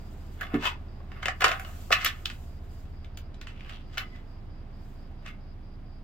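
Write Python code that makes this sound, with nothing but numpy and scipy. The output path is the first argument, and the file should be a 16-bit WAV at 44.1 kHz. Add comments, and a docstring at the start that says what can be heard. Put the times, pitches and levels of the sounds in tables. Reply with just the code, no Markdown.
"""A slow motor hums in a small room with a soft rush of air, and a thin hiss comes and goes in a steady beat.
Cloth rustles faintly under the hands. Small sewing tools are picked over in a plastic box beside a
work table: they slide, sing, click and rattle, and something soft bumps the table top.
The hum is a set of sine waves; air, hiss and cloth are coloured noise. The tools are bursts of noise
sent through the resonances of box and tools, and the bump is a set of fading sine waves."""
import sys
import numpy as np
from scipy import signal
from scipy.fft import rfft, irfft, next_fast_len
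from scipy.io import wavfile
from scipy.ndimage import uniform_filter1d, map_coordinates

SR = 44100
rng = np.random.default_rng(int(sys.argv[2]) if len(sys.argv) > 2 else 0)


def inscribe(sig):
    """Save sig as 16-bit PCM at rate SR to the path in sys.argv[1].

    A 1-D sig is mono; a 2-D sig holds one channel per row.
    Samples are clipped to [-1, 1] before scaling.
    """
    pcm = np.round(np.clip(np.atleast_2d(sig).T, -1, 1) * 32767)
    wavfile.write(sys.argv[1], SR, pcm.astype(np.int16))


N = 265991  # length of the scene [samples]


def amp(db):
    """Turn decibels into a gain."""
    return 10 ** (np.asarray(db) / 20)


def unit(x):
    """Scale x to an rms of 1."""
    return x / np.sqrt(np.mean(x ** 2) + 1e-20)


def along(points, hz):
    """Read (frequency, value) points at any frequency, on a log frequency axis."""
    f, v = np.transpose(points)
    return np.interp(np.log(hz + 1), np.log(f + 1), v)


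def wobble(rate, size=N):
    """A smooth random curve through `rate` random points a second."""
    knots = rng.standard_normal(int(size * rate / SR) + 4)
    return map_coordinates(knots, [np.arange(size) * rate / SR])


def swell(since, rise, fall):
    """A gain that climbs 20 dB in rise seconds to its height and drops 20 dB in fall seconds."""
    return amp(-20 * np.maximum(-since / rise, since / fall))


def filtered(x, response):
    """Multiply the spectrum of x by a response, a function of frequency."""
    size = x.shape[-1]
    padded = 2 * next_fast_len(size // 2 + 4096)  # spare room for the filter's ringing
    spectrum = rfft(x, padded) * response(np.fft.rfftfreq(padded, 1 / SR))
    return irfft(spectrum, padded)[..., :size]


def colour(points):
    """A filter with these (frequency, dB) gains that never sounds before its input."""
    def response(hz):
        cepstrum = irfft(np.log(amp(along(points, hz))))
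        half = len(cepstrum) // 2
        # folding the cepstrum onto positive times makes the filter minimum-phase
        folded = np.r_[cepstrum[0], 2 * cepstrum[1:half], np.zeros(half)]
        return np.exp(rfft(folded))
    return response


def resonances(modes):
    """A bank of ringing (frequency, width, dB) modes, added with alternating signs."""
    def response(f):
        total = 0
        for k, (centre, width, db) in enumerate(modes):
            mode = 1j * f * width / (centre * centre - f * f + 1j * f * width)
            total = total + (-1) ** k * amp(db) * mode
        return total
    return response


# How alike left and right are: (frequency [Hz], likeness [0 to 1])
LEFT_RIGHT_LIKENESS = [(30, 0.087), (130, 0.89), (300, 0.87), (700, 0.47), (1500, 0.14), (3000, 0.45),
                       (6000, .05), (10000, 0.14)]


def diffuse(size):
    """Stereo noise: a shared part plus a part of opposite sign left and right, mixed by pitch."""
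    def mid_and_side(hz):
        turn = np.arccos(np.clip(along(LEFT_RIGHT_LIKENESS, hz), -1, 1)) / 2
        return np.array([np.cos(turn), np.sin(turn)])
    mid, side = filtered(rng.standard_normal((2, size)), mid_and_side)
    return np.array([mid + side, mid - side])


def rush(spectrum):
    """Steady coloured stereo noise of rms 1."""
    return unit(filtered(diffuse(N), lambda hz: amp(along(spectrum, hz))))


def add(track, s, sound):
    """Mix a sound into the track at s seconds."""
    part = track[:, max(round(s * SR), 0):][:, :sound.shape[-1]]
    part += sound[..., :part.shape[1]]


# The motor's weaker hum lines: (frequency [Hz], level before wavering [dB])
WEAK_LINES = [(54.8, -54.5), (91.5, -67.5), (100, -63.5), (109.7, -63.5), (120, -57), (137.2, -58),
              (193, -68.5), (201.5, -63), (247, -67.5)]
TURN_HZ, DRONE_HZ = 27.42, 68.6  # the motor's turn and a second drone
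TURN_DB, THIRD_DB, DRONE_DB = -43.5, -47, -48  # the turn, its third order, the drone
EASE_S, EASE_DB = 3.37, -6  # about when, and how far, the third order and the drone drop


def hum(waver_db=1.0):
    """Low motor lines drift a little in phase; all but the turn waver, and two drop as the hum eases."""
    t = np.arange(N) / SR

    def line(hz, drift):
        phase = 2 * np.pi * (hz * t + rng.random()) + drift * wobble(1.2)
        return np.sqrt(2) * np.sin(phase)

    turn = amp(TURN_DB) * line(TURN_HZ, 0.034) * amp([[-1.6], [1.6]])  # stronger on the right
    eased_db = np.interp(t, [EASE_S - .1, EASE_S + 0.086], [0, EASE_DB])
    upper = sum(amp(db + eased_db + waver_db * wobble(4)) * line(hz, 0.25)
                for hz, db in [(3 * TURN_HZ, THIRD_DB), (DRONE_HZ, DRONE_DB)])
    weak = sum(amp(db + 1.5 * wobble(0.88)) * line(hz, 0.17) for hz, db in WEAK_LINES)
    return turn + upper + weak


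# Colour of the room's rush: (frequency [Hz], relative level [dB per Hz])
AIR_COLOUR = [(100, -26.5), (150, -5.5), (200, -5.5), (380, -10.5), (480, -17.5), (700, -14), (920, -19),
              (1300, -22), (4000, -35), (5700, -44), (10000, -65.5), (16000, -66)]
# Colour of the room's rumble: (frequency [Hz], relative level [dB per Hz])
RUMBLE_COLOUR = [(15, -17.5), (40, -15.5), (65, 10.5), (100, 12), (135, 1), (165, -1), (300, -44.5)]
# The rush over time, before the left-right balance: (time [s], level [dB])
AIR_LEVELS = [(0, -51.5), (2.6, -53.5), (5, -53.5), (6.03, -55.5)]


def air():
    """The room's background is noise: a rush that slowly sinks and a steady low rumble."""
    times, levels_db = np.transpose(AIR_LEVELS)
    level_db = np.interp(np.arange(N) / SR, times, levels_db)
    return amp(level_db) * rush(AIR_COLOUR) + amp(-52) * rush(RUMBLE_COLOUR)


def pulsing_hiss(duty=0.57, level_db=-71, idle=0.38):
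    """A narrow band of noise drops to the idle gain and returns, over four times a second."""
    cycle = (np.arange(N) / SR - .202) / .2263 % 1  # place within each .2263 s beat
    switch = np.where(cycle < duty, 1, idle) * 1.0
    gate = uniform_filter1d(switch, size=400)  # soften each switch over 400 samples
    hiss = rush([(3900, -36.5), (4700, 7.5), (5200, 3.5), (5650, -35)])
    return amp(level_db + wobble(32)) * gate * hiss


# Colour of rubbing fabric: (frequency [Hz], relative level [dB per Hz])
CLOTH_COLOUR = [(1000, -16), (3000, 3.5), (5500, -1.5), (7300, 3.5), (10300, -7.5), (12500, 1), (15800, -2)]
# Fabric moved by the hands: (start [s], end [s], level before the flutter [dB])
CLOTH_STROKES = [(0, 0.403, -66.5), (.8, 1.2, -80.5), (1.43, 2.44, -62.5), (1.693, 1.83, -61),
                 (2.74, 2.8, -67.5), (3.9, 4.3, -82.5), (4.851, 4.937, -71.5)]
CLOTH_ATTACK_S, CLOTH_RELEASE_S = 0.17, 0.23  # times per 20 dB
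CLOTH_REST_DB = -90  # level between strokes


def cloth():
    """Sliding fabric is soft noise with a fine flutter; each stroke rises, holds and dies away."""
    t = np.arange(N) / SR
    strokes = 0
    for start, end, db in CLOTH_STROKES:
        since = t - np.clip(t, start, end)  # zero all through the stroke
        strokes = strokes + amp(db) * swell(since, CLOTH_ATTACK_S, CLOTH_RELEASE_S)
    flutter = amp(1.3 * wobble(49))
    return (amp(CLOTH_REST_DB) + strokes) * flutter * rush(CLOTH_COLOUR)


# How long the room rings at each pitch: (frequency [Hz], time to fall 60 dB [s])
ROOM_DECAY = [(200, 0.08), (1000, 0.18), (2800, 0.17), (7000, 0.11), (15000, 0.14)]


def in_room(x, wet_db, build=0.0037):
    """Add the room's answer: noise that builds quickly, then dies at its own pace at each pitch."""
    hz, t, z = signal.stft(diffuse(x.shape[-1]), SR, nperseg=256)
    decay = amp(-60 * t / along(ROOM_DECAY, hz)[:, None])
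    tail = signal.istft(z * decay * (1 - np.exp(-t / build)), SR, nperseg=256)[1]
    tail = tail / np.linalg.norm(tail[0])
    return x + amp(wet_db) * signal.fftconvolve(x, tail, axes=1)[:, :x.shape[-1]]


# The box as a whole: (frequency [Hz], width [Hz], relative level [dB])
HOLLOW_MODES = [(377, 219, -11.5), (652, 150, 3.5), (769.6, 43, 7.5)]
# The box's walls, before each touch varies them: (frequency [Hz], width [Hz], relative level [dB])
WALL_MODES = [(1158, 22, 0), (1229, 18, 1), (1270, 18, -2), (1385, 22, 0), (1471, 20, -4), (1574, 18, -1),
              (1744, 26, -1), (1975, 22, -1), (2055, 20, -1), (2217, 30, -1), (2557, 35, -6),
              (2730, 40, -4), (2832, 40, -6), (3034, 40, -4), (3370, 40, -7)]
# Colour of the plastic clack, before hardness tilts it: (frequency [Hz], relative level [dB per Hz])
CLACK_COLOUR = [(500, -30), (850, -15.5), (1200, 4.5), (2000, -1), (3100, -3), (4000, -10.5), (5500, -14.5),
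                (8000, -18.5), (11000, -35), (16000, -70)]
# Colour of the hard tool's bright tick: (frequency [Hz], relative level [dB per Hz])
TICK_COLOUR = [(2000, -6.5), (4500, -1.5), (7000, 1), (8500, -4.5), (10300, -5.5), (12000, -7.5),
               (14000, -2.5), (15800, -9)]


def box(force, clack_db, knock_db, tick_db, hardness, ring_db, place_db=4.5):
    """A force sounds the walls, the hollow box and the hard tool; a harder touch tilts the clack upward."""
    def voiced(response):
        return unit(filtered(force, response))

    # each place of contact favours other wall modes
    walls = [(hz, width, db + place_db * rng.standard_normal()) for hz, width, db in WALL_MODES]
    clack = voiced(colour(CLACK_COLOUR)) + amp(ring_db) * voiced(resonances(walls))
    tilt = colour([(1000, 0), (4000, 2 * hardness)])  # two octaves
    clack = unit(filtered(clack, tilt))
    knock = voiced(resonances(HOLLOW_MODES))
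    tick = voiced(colour(TICK_COLOUR))
    parts = amp(clack_db) * clack + amp(knock_db) * knock + amp(tick_db) * tick
    return parts * np.sqrt(np.mean(force ** 2))  # as strong as the force


KNOCK_DB, KNOCK_PER_HARDNESS = -10.5, -0.86  # knock over the touch's level; dB per step of hardness
DAMPED_FROM_S, DAMPED_DB = 1.912, -6  # from then on the hollow box rings less


def hollow_db(s, level_db, hardness):
    """Level of the box's hollow knock: the softer the touch, the more of it."""
    return level_db + KNOCK_DB + KNOCK_PER_HARDNESS * hardness + DAMPED_DB * (s > DAMPED_FROM_S)


def grains(size, depth_db, rate):
    """Noise in uneven clumps: the catch and slip of friction."""
    return unit(diffuse(size) * amp(depth_db * wobble(rate, size=size)))


CATCH_RATE, CATCH_S, CATCH_DB = 40, 0.00088, 5  # catches per second on average, fade time, extra force


def catches(size):
    """A gain that jumps at random moments, as a sliding tool catches, and quickly fades back."""
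    moments = rng.random(size) < CATCH_RATE / SR
    fading = signal.lfilter([1], [1, -np.exp(-1 / (CATCH_S * SR))], moments)
    return 1 + amp(CATCH_DB) * fading


# Tools sliding: (time of the height [s], rise per 20 dB [s], fall per 20 dB [s], level [dB],
# hardness [dB per octave])
SLIDES = [(0.431, 0.048, 0.075, -40.5, -1), (.56, 0.069, .02, -36, -6), (.664, .058, 0.055, -27, 3.5),
          (1.17, 0.093, 0.33, -52, -2.5), (1.47, 0.039, 0.13, -27.5, -3.5), (1.64, .05, 0.31, -53, -7.5),
          (1.952, .023, 0.2, -35.5, -2.5), (2.019, 0.059, 0.11, -35.5, 4), (3.489, .02, 0.05, -49, 5),
          (3.7, 0.19, 0.17, -52.5, -1), (3.94, 0.046, 0.21, -51.5, 5.5), (4.01, 0.022, 0.041, -43, -2),
          (4.16, .06, .06, -56, 2), (5.28, .055, 0.055, -46, 1)]
SLIDE_TICK_DB = -17  # the bright tick of a slide, over its level


def slides():
    """A sliding tool drives the box with a swell of small slips and a few catches."""
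    out, t = np.zeros((2, N)), np.arange(SR // 2) / SR
    for s, rise, fall, level_db, hardness in SLIDES:
        slips = grains(len(t), depth_db=3.0, rate=450)
        force = swell(t - 2 * rise, rise, fall) * slips * catches(len(t))
        knock_db, tick_db = hollow_db(s, level_db, hardness), level_db + SLIDE_TICK_DB
        sound = box(force, level_db, knock_db, tick_db, hardness, ring_db=-3.5)
        add(out, s - 2 * rise, in_room(sound, wet_db=-7.0))
    return out


# A rubbed or struck tool rasps or sings in one band: (time of the height [s], fall per 20 dB [s],
# frequency [Hz], width of the resonance before it is applied twice [Hz], level [dB])
RINGS = [(0.418, 0.023, 1640, 400, -36.5), (0.662, 0.076, 1000, 303, -33), (.665, 0.041, 3150, 400, -31.5),
         (2.049, 0.0055, 14150, 600, -19), (2.258, .004, 3350, 1540, -19.5),
         (2.318, 0.043, 2850, 2210, -50), (3.61, 0.16, 2517, 1320, -53), (3.735, 0.096, 2960, 1470, -48),
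         (4.015, .06, 2045, 161, -45), (4.15, 0.071, 1996, 80, -53.5), (5.3, 0.074, 2133, 250, -53)]
RING_RISE = .8  # a ring's rise over its fall


def rings():
    """Friction or a blow feeds one resonance of a tool, which swells and fades with the stroke."""
    out, t = np.zeros((2, N)), np.arange(SR // 2) / SR
    for s, fall, hz, width, db in RINGS:
        rise = RING_RISE * fall
        mode = resonances([(hz, width, 0)])
        slips = grains(len(t), depth_db=3.5, rate=300) * catches(len(t))
        tone = unit(filtered(slips, lambda f: mode(f) ** 2))  # the resonance applied twice
        sound = amp(db) * swell(t - 2 * rise, rise, fall) * tone
        add(out, s - 2 * rise, in_room(sound, wet_db=-11.0))
    return out


# Tools touching the box and each other: (time of the snap [s], rise per 20 dB [s], level [dB],
# hardness [dB per octave], bright tick over that level [dB])
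CONTACTS = [(.411, .002, -36, 1, -7), (.543, .001, -34.5, -2, -18), (.628, 0.0034, -40, -1, -11.5),
            (1.003, 0.00064, -54.5, -14, -28), (1.118, .001, -46, 0, -21.5),
            (1.23, 0.0056, -32.5, 1.5, -22), (1.257, 0.00078, -24.5, -0.5, -21),
            (1.283, 0.00077, -23.5, -1.5, -27.5), (1.408, 0.0024, -29.5, 1, -7),
            (1.422, 0.01, -20.5, -4, -36), (1.444, .003, -13, 1, -20.5), (1.482, .001, -32, 17, -12.5),
            (1.517, 0.0025, -27.5, 0, -29), (1.597, .001, -38, -1.5, -5), (1.649, 0.0012, -42, 0, -15),
            (1.906, 0.0025, -29, -17.5, -22), (1.918, .003, -26, 2, -14.5),
            (1.927, 0.0078, -13.5, 5, -15.5), (2.047, .001, -25.5, 6.5, -0.5),
            (2.063, 0.01, -20.5, 7, -24.5), (2.257, 0.00023, -32.5, 9, -8), (2.3, 0.00044, -37.5, 2, -26),
            (2.855, 0.0025, -62, 3, -30), (3.046, 0.0011, -52.5, 7, -14), (3.174, .002, -47, 8.5, 1.5),
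            (3.344, .003, -56.5, 10, -20), (3.414, .002, -43, 5.5, -13), (3.471, 0.0013, -41.5, 1.5, -28),
            (3.695, .001, -43.5, 3, -18), (3.723, 0.0028, -52.5, -1, -19), (3.974, 0.0018, -32, -3.5, -34),
            (3.981, .004, -27, 5.5, -9.5), (5.263, .004, -41.5, 0, -27)]


def contacts(snap_fall=0.0048, chatter_fall=0.018, chatter_db=-13, scatter_db=-3, span=.007):
    """Each contact builds to a snap, partly scattered by things nearby, and ends in chatter."""
    out, t = np.zeros((2, N)), np.arange(SR // 3) / SR
    lead = .025  # time left for the build-up [s]
    for s, rise, level_db, hardness, tick_over_db in CONTACTS:
        direct, scattered = rng.standard_normal(len(t)), diffuse(len(t))
        snap = unit(direct + amp(scatter_db) * scattered) * swell(t - lead, rise, snap_fall + rise / 2)
        chatter = diffuse(len(t)) * swell(t - lead, 2 * rise, chatter_fall)
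        force = snap + amp(chatter_db) * chatter
        force *= np.sqrt(2 * span * SR / np.sum(force ** 2))  # as much energy as span seconds at rms 1
        knock_db, tick_db = hollow_db(s, level_db, hardness), level_db + tick_over_db
        sound = box(force, level_db, knock_db, tick_db, hardness, ring_db=-11.0)
        add(out, s - lead, in_room(sound, wet_db=-3.5))
    return out


# The table top's low modes: (frequency [Hz], relative level [dB], time to fall 60 dB [s])
TABLE_MODES = [(117, -8, 0.18), (167, -12, 0.33), (238, 0.5, 0.2), (289, 5, 0.15), (378, -6.5, 0.23),
               (440, -9, 0.18), (587, -22, .08), (700, -22, 0.038)]
# Soft blows on the table, before the left-right balance: (time [s], level [dB])
BUMPS = [(0.539, -20)]


def bumps(attack=0.0025):
    """A soft blow wakes only the table's low modes, each a sine wave that fades."""
    out, t = np.zeros((2, N)), np.arange(SR // 2) / SR
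    modes = sum(amp(db - 60 * t / t60) * np.sin(2 * np.pi * hz * t) for hz, db, t60 in TABLE_MODES)
    ring = modes * (1 - np.exp(-t / attack))  # the softness rounds the start
    for s, db in BUMPS:
        add(out, s, in_room(amp(db) * np.array([ring, ring]), wet_db=-11))
    return out


def scene():
    """Tools and cloth over the room's background; air and bumps lean slightly to the right."""
    background = hum() + air() * amp([[-.6], [.6]]) + pulsing_hiss()
    tools = slides() + rings() + contacts()
    return background + cloth() + tools + bumps() * amp([[-1], [1]])


TOP_HZ = 15850  # nothing from here up is kept


def record(dry):
    """Sound reaches the right port a little later than the left, and the highest treble is cut off."""
    lag = np.array([[0], [.000052]])  # left, right [s]
    return filtered(dry, lambda hz: (hz < TOP_HZ) * np.exp(-2j * np.pi * hz * lag))


dry = scene()
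out = record(dry)
inscribe(out)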